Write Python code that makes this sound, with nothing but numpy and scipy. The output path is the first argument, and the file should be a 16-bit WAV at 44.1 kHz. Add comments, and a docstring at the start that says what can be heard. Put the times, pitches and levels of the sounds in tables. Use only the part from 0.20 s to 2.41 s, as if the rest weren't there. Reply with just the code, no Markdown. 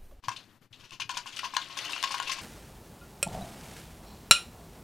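"""Dry tea leaves are tapped out of a stiff packet into a plastic bottle, in a small damped room.
Over low rumble and faint hiss, clumps of leaves land from the start, as short shaped showers of clicks that
rattle, some with a hollow knock from the ringing wall. Early on, leaves slide in the packet (dense ticks) and
handling bumps dully (low dying sines). Later a trickle of single ticks grows into a steady patter, with
a few bright clinks (short ringing notes). A diffuse tail follows the leaves; all is panned left."""
import sys
import numpy as np
from scipy import signal
from scipy.fft import rfft, irfft
from scipy.io import wavfile
from scipy.ndimage import uniform_filter1d

SR = 44100
rng = np.random.default_rng(int(sys.argv[2]) if len(sys.argv) > 2 else 0)


def transcribe(u):
    """Save the signal u as a 16-bit wav file named by the first command-line argument.

    u: samples, shape (n,) or (channels, n), limited to [-1, 1]; the rate is SR.
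    q: integer samples, one column per channel.
    """
    v = np.clip(np.atleast_2d(u).T, -1, 1)
    q = np.round(v * 32767).astype(np.int16)
    wavfile.write(sys.argv[1], SR, q)


N = 97593
TIME = np.arange(N) / SR

# Every spectrum below is a relative shape: it is scaled to unit energy before use.
# spectrum of the rumble and hiss: (frequency [Hz], density [dB per Hz])
BACKGROUND_COLOUR = [(25, 0), (45, -90), (60, -18.5), (112, -1), (160, -6), (300, -7), (500, -16.5),
                     (1500, -17), (4000, -28.5), (9000, -33.5), (15000, -31.5)]
# background level, with brief dips: (time [s], level [dB])
BACKGROUND_LEVEL = [(0, -65), (.018, -88), (.035, -58), (.25, -61), (.37, -59.5), (.405, -76.5), (.42, -59),
                    (.455, -61), (.497, -82), (.515, -64), (.66, -57.5), (.69, -76), (.73, -51.5),
                    (.785, -68.5), (.81, -60.5), (2.21, -57)]
# dull bumps of handling: (time [s], level before filtering [dB])
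HANDLING_BUMPS = [(.078, -35.5), (0.414, -52), (0.508, -47.5), (0.594, -49), (0.637, -57), (.72, -82),
                  (0.818, -51), (.85, -44)]
# leaves sliding inside the packet: (time [s], peak level of the swell [dB], length [s])
PACKET_SLIDES = [(.161, -40.5, 0.017), (0.525, -52.5, 0.033), (0.56, -66, 0.0028), (0.958, -47, 0.027),
                 (1.123, -45.5, 0.025), (1.413, -43, .03)]
# spectrum of the sliding: (frequency [Hz], density [dB per Hz])
SLIDE_COLOUR = [(500, -18), (2000, -9.5), (2600, 1), (3300, 4), (4100, 0.5), (5000, -7), (6500, -12.5),
                (9000, -21), (15000, -30.5)]
# hard leaves clinking on the bottle: (time [s], level before the mode levels [dB], pitch [Hz])
LEAF_CLINKS = [(0.818, -27.5, 2500), (0.954, -38, 2430), (1.19, -30.5, 2630), (1.193, -30, 1420),
               (1.35, -30, 2570), (1.366, -18.5, 2820), (1.658, -29, 2980), (1.733, -23, 2720),
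               (1.763, -28.5, 1430), (1.779, -30, 2880), (2.074, -26.5, 2710)]
# modes of a clink: (multiple of its pitch [ratio], relative level [dB], 60 dB decay [s])
CLINK_PARTIALS = [(1, -0.5, .024), (1.12, -33, 0.014), (1.45, -8, 0.015)]
# flow of single leaves, before the path levels: (time [s], level [dB])
LEAF_FLOW = [(0, -88.5), (.19, -56.5), (.3, -72.5), (.5, -92), (.6, -62.5), (.88, -75), (.95, -51),
             (1.045, -58.5), (1.1, -58), (1.18, -48.5), (1.32, -53.5), (1.4, -50.5), (1.55, -51),
             (1.6, -43), (1.74, -43), (1.81, -45), (1.93, -45.5), (2.05, -46), (2.21, -48.5)]
# spectrum of the patter: (frequency [Hz], density [dB per Hz])
PATTER_COLOUR = [(400, -22.5), (800, -0.5), (1400, 0.5), (2100, 0.5), (2750, 5), (3500, 4.5), (4400, 0.5),
                 (5500, -4), (6900, -8.5), (7800, -11.5), (10000, -16), (15000, -25)]
# spectrum of soft thuds on the pile: (frequency [Hz], density [dB per Hz])
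THUD_COLOUR = [(60, -43), (150, -8.5), (280, 7), (450, 1.5), (700, 11), (1200, -29)]
# modes of the thin wall, before spot variation: (frequency [Hz], relative level [dB], 60 dB decay [s])
WALL_MODES = [(1032.3, 3.5, 0.044), (1153, -22.5, 0.053), (977, -7, 0.1), (1067, -1, 0.081),
              (1442, -5, 0.054), (1557, -14.5, 0.099), (1604, -16, 0.11), (1680, -25, 0.1),
              (2121, -25.5, 0.18)]
# landing clumps, before the trims: (time [s], hollow knock [dB], rattle [dB], crisp edge [dB], length [s])
LEAF_CLUMPS = [(0.025, -72, -67, -78, 0.0063), (0.037, -48, -48, -59, 0.011),
               (0.083, -26.5, -41, -47.5, 0.0014), (0.091, -47, -40, -46.5, 0.0012),
               (0.113, -43, -44.5, -54, 0.01), (0.413, -84, -66, -78, 0.019),
               (0.596, -63, -54.5, -67, 0.012), (0.635, -57, -51.5, -64, 0.014),
               (0.692, -74, -61.5, -70, 0.0043), (0.707, -87, -50.5, -59.5, 0.00082),
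               (0.717, -50, -44, -55.5, 0.018), (0.798, -39.5, -34.5, -46, 0.0072),
               (0.814, -75, -34.5, -71, 0.0068), (0.892, -41, -38.5, -47.5, 0.0022),
               (0.896, -33.5, -38.5, -48, 0.01), (0.914, -66, -71, -49.5, 0.0013),
               (0.939, -45.5, -44.5, -66, 0.008), (0.969, -34, -33.5, -40, 0.0074),
               (1.058, -41.5, -40.5, -48, 0.017), (1.162, -63, -39, -45.5, 0.0097),
               (1.19, -59, -35, -47.5, 0.0037), (1.231, -34, -39, -60, 0.016),
               (1.24, -32, -38, -47.5, 0.012), (1.336, -36, -44, -48.5, 0.0086),
               (1.366, -25, -26, -55, 0.0013), (1.498, -45.5, -45.5, -65, 0.017),
               (1.569, -39, -37.5, -43, 0.0094), (1.586, -74, -36, -48, 0.0035),
               (1.647, -46, -40.5, -49, 0.0045), (1.693, -39.5, -44.5, -51, 0.008),
               (1.719, -64, -43, -45, 0.0042), (1.738, -72, -43, -63, 0.0018),
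               (1.761, -45, -42, -65, 0.004), (1.827, -39, -34, -39.5, 0.0012),
               (1.837, -26.5, -29.5, -41, 0.0041), (1.871, -45, -39, -63, 0.0065),
               (1.906, -34.5, -34.5, -41.5, 0.015), (1.942, -29.5, -37, -45, 0.0057),
               (1.98, -70, -42, -49, 0.0025), (1.999, -29.5, -38.5, -43.5, 0.0019),
               (2.024, -68, -40.5, -48.5, 0.0033), (2.074, -44, -36, -47, 0.0098),
               (2.093, -33, -33, -45.5, 0.0069), (2.113, -67, -31.5, -37.5, 0.011),
               (2.165, -46, -46, -60, 0.0094), (2.184, -42, -42.5, -48.5, 0.0078)]
# spectrum of leaves hitting the bottle: (frequency [Hz], density [dB per Hz])
RATTLE_COLOUR = [(60, -92), (300, -25.5), (750, -30), (1300, -9.5), (2100, -2.5), (2400, 2), (2800, 5.5),
                 (3150, 1.5), (3450, 2), (3900, -4), (4350, 1), (5200, -3.5), (6300, -6.5), (7500, -19.5),
                 (15000, -34)]
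# spectrum of their crisp edges: (frequency [Hz], density [dB per Hz])
EDGE_COLOUR = [(300, -83), (2000, -28), (4500, -9), (6800, 12.5), (7600, 11.5), (9300, 8), (11000, -3),
               (15000, -3)]

ROOM_T60_S, ROOM_DB, ROOM_DELAY_S, ROOM_BUILD_S, ROOM_TOP_HZ = 0.13, -6.5, 0.00067, 0.0024, 9700
BUMP_HZ, BUMP_T60_S, BUMP_SOFT_HZ, BUMP_LOW_HZ = 115, 0.087, 400, 90
SLIDE_TOUCHES_PER_S, SLIDE_RISE_SHARE = 9600, 0.29  # rise as a share of length
CLINK_LOW_HZ = 1260
LEAVES_PER_S, LEAF_SPREAD_DB = 3400, 1.5
FLOW_DB, FLOW_WALL_DB, FLOW_THUD_DB = -0.5, -18.5, -12
LEAF_LOW_HZ, LEAF_HIGH_HZ, LEAF_CYCLES = 875, 13400, 27  # a tick falls 60 dB in this many cycles
SPOT_SPREAD_DB, SPOT_DETUNE = 4.5, 0.0054  # standard deviations; detune is a share of the pitch
LEVEL_WINDOW_S = 0.01  # clump levels are rms over this window
TOUCHES_PER_S, TOUCH_SPREAD_DB = 3500, 0.5
KNOCK_TRIM_DB, RATTLE_TRIM_DB, EDGE_TRIM_DB = -1, 1, -0.5
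KNOCK_PUSH_S, KNOCK_CHATTER, KNOCK_LOW_HZ = 0.000955, 0.57, 756
CLUMP_RISE_SHARE, CLUMP_TICK_SHARE, CLUMP_TICK_CYCLES = 0.34, 1.26, 33
LEAVES_LOW_HZ, LEFT_OVER_RIGHT_DB, CUTOFF_HZ = 127, 7.7, 14800


def from_db(db):
    """Decibels to gain."""
    return 10 ** (np.asarray(db) / 20)


def unit_energy(x):
    """Scale to a sum of squares of one."""
    return x / np.sqrt(np.sum(x ** 2) + 1e-20)


def gain_curve(rows):
    """Gain over time, from levels joined by straight lines in dB."""
    return from_db(np.interp(TIME, *np.transpose(rows)))


def through(x, response):
    """Send a signal through an impulse response."""
    return signal.fftconvolve(x, response)[:N]


def cut(x, hz, kind):
    """Second-order low- or high-pass."""
    sections = signal.butter(2, min(hz, SR / 2 - 1), kind, fs=SR, output="sos")
    return signal.sosfilt(sections, x)


def add(track, s, piece):
    """Mix a piece into a track at a time."""
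    start = max(int(s * SR), 0)
    piece = piece[:max(N - start, 0)]
    track[start:start + len(piece)] += piece


def colour(points, size=8192):
    """Causal (minimum-phase) click with the given spectrum and unit energy."""
    hz, db = np.transpose(points)
    grid = np.maximum(np.arange(size // 2 + 1) * SR / size, 1)
    level_db = np.interp(np.log(grid), np.log(hz), db)
    cepstrum = irfft(np.log(from_db(level_db)))
    # folding the cepstrum forward in time packs the energy at the start
    cepstrum[1:size // 2] *= 2
    cepstrum[size // 2 + 1:] = 0
    return unit_energy(irfft(np.exp(rfft(cepstrum))))


def ring(hz, t60):
    """A sine that starts at unit envelope and falls 60 dB in t60 seconds."""
    t = TIME[:SR // 6]
    return np.sin(2 * np.pi * hz * t) * np.exp(-np.log(1000) * t / t60)


def touches(per_s, spread_db, size):
    """Random clicks of uneven strength and either sign, as leaves strike at chance moments."""
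    strength = from_db(spread_db * np.minimum(rng.exponential(1, size), 4))
    sign = rng.choice([-1, 1], size)
    return strength * sign * (rng.random(size) < per_s / SR)


def leaf_ticks(force, cycles, count=28):
    """Deal the touches to resonators of many pitches, each dying within a set number of cycles."""
    dealt = rng.integers(0, count, len(force))
    out = 0
    for k, hz in enumerate(np.geomspace(LEAF_LOW_HZ, LEAF_HIGH_HZ, count)):
        r = from_db(-60 * hz / (cycles * SR))
        poles = [1, -2 * r * np.cos(2 * np.pi * hz / SR), r * r]
        ticks = signal.lfilter([1, 0, -1], poles, force * (dealt == k) + 1e-18)
        out = out + np.sqrt(hz * (1 - r * r)) * ticks  # evens the energy per Hz
    return unit_energy(out)


def wall():
    """One response of the thin wall: a hollow note of decaying modes, a little different at each spot."""
    spots = rng.standard_normal((len(WALL_MODES), 2))
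    note = 0
    for (hz, db, t60), (louder, sharper) in zip(WALL_MODES, spots):
        mode = ring(hz * (1 + SPOT_DETUNE * sharper), t60)
        note = note + from_db(db + SPOT_SPREAD_DB * louder) * mode
    once = cut(note, KNOCK_LOW_HZ, "high")
    return unit_energy(cut(once, KNOCK_LOW_HZ, "high"))


def background():
    """Low room rumble with a faint hiss: coloured noise whose level dips briefly."""
    noise = through(rng.standard_normal(N), colour(BACKGROUND_COLOUR))
    return gain_curve(BACKGROUND_LEVEL) * noise


def room(x):
    """A short diffuse tail of decaying noise, evened out so that no pitch booms, and slightly dulled."""
    t = np.maximum(TIME[:SR // 2] - ROOM_DELAY_S, 0)
    decay = np.exp(-np.log(1000) * t / ROOM_T60_S)
    build = 1 - np.exp(-t / ROOM_BUILD_S)
    spectrum = rfft(rng.standard_normal(len(t)) * decay * build)
    smooth_power = uniform_filter1d(np.abs(spectrum) ** 2, size=30)
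    even = irfft(spectrum / np.sqrt(smooth_power), len(t))
    tail = (even * (t > 0))[:SR // 3]
    return from_db(ROOM_DB) * through(x, cut(unit_energy(tail), ROOM_TOP_HZ, "low"))


def bumps():
    """The hands jog the bottle on the table: low dying sines, softened and thinned."""
    out = np.zeros(N)
    for s, db in HANDLING_BUMPS:
        add(out, s, from_db(db) * ring(BUMP_HZ, BUMP_T60_S))
    soft = cut(out, BUMP_SOFT_HZ, "low")
    return cut(soft, BUMP_LOW_HZ, "high")


def slides():
    """Leaves scrape along the packet: a dense run of tiny touches that swells and fades."""
    swell = 0
    for s, db, length in PACKET_SLIDES:
        age = np.maximum(TIME - s, 0) / max(length * SLIDE_RISE_SHARE, .001)
        swell = swell + from_db(db) * age * np.exp(1 - age)
    force = touches(SLIDE_TOUCHES_PER_S, spread_db=4.5, size=N)
    scrape = leaf_ticks(force, LEAF_CYCLES) * np.sqrt(N)  # rms of one
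    return through(scrape * swell, colour(SLIDE_COLOUR))


def clinks():
    """Now and then a hard leaf gives a short, bright note of a few decaying modes."""
    out = np.zeros(N)
    for s, clink_db, pitch in LEAF_CLINKS:
        for ratio, db, t60 in CLINK_PARTIALS:
            add(out, s, from_db(clink_db + db) * ring(pitch * ratio, t60))
    return cut(out, CLINK_LOW_HZ, "high")


def trickle():
    """Single leaves tick, stir the wall and thud on the pile, all following the flow."""
    leaves = touches(LEAVES_PER_S, LEAF_SPREAD_DB, N)
    paths = ((leaf_ticks(leaves, LEAF_CYCLES), colour(PATTER_COLOUR), FLOW_DB),
             (leaves * rng.standard_normal(N), wall(), FLOW_WALL_DB),
             (leaves * rng.standard_normal(N), colour(THUD_COLOUR), FLOW_THUD_DB))
    flow = gain_curve(LEAF_FLOW) * np.sqrt(N)
    out = 0
    for force, body, db in paths:
        out = out + from_db(db) * through(unit_energy(force) * flow, body)
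    return out


def clumps(size=4096):
    """Each clump is a short shower of touches that rattle, and a push that knocks the wall."""
    out, t = np.zeros(N), TIME[:size]
    rattle, edge = colour(RATTLE_COLOUR), colour(EDGE_COLOUR)
    for s, knock_db, rattle_db, edge_db, length in LEAF_CLUMPS:
        age = t / max(length, .001)
        swell = (1 - np.exp(-age / CLUMP_RISE_SHARE)) * np.exp(-(age / 2) ** 2)
        shower = unit_energy(touches(TOUCHES_PER_S, TOUCH_SPREAD_DB, size) * swell)
        ticks = shower + CLUMP_TICK_SHARE * leaf_ticks(shower, CLUMP_TICK_CYCLES)
        # one firm push, plus chatter that grows with the clump's length
        push = shower * KNOCK_CHATTER * length / LEVEL_WINDOW_S
        push[int(KNOCK_PUSH_S * SR)] += 1
        layers = ((push, wall(), knock_db + KNOCK_TRIM_DB),
                  (ticks, rattle, rattle_db + RATTLE_TRIM_DB),
                  (ticks, edge, edge_db + EDGE_TRIM_DB))
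        for force, body, db in layers:
            add(out, s, from_db(db) * unit_energy(signal.fftconvolve(force, body)))
    return out * np.sqrt(LEVEL_WINDOW_S * SR)  # from unit energy to rms over the window


def scene():
    """Leaves, their room tail, bumps and background in one mono mix, panned left."""
    leaves = cut(clumps() + clinks() + slides() + trickle(), LEAVES_LOW_HZ, "high")
    mono = leaves + room(leaves) + bumps() + background()
    pan = np.array([[from_db(LEFT_OVER_RIGHT_DB)], [1]])
    return mono * pan / pan.mean()


def record(dry):
    """The top is cut steeply by an elliptic low-pass."""
    steep = signal.ellip(10, .1, 70, CUTOFF_HZ, fs=SR, output="sos")
    return signal.sosfilt(steep, dry)


dry = scene()
out = record(dry)
transcribe(out)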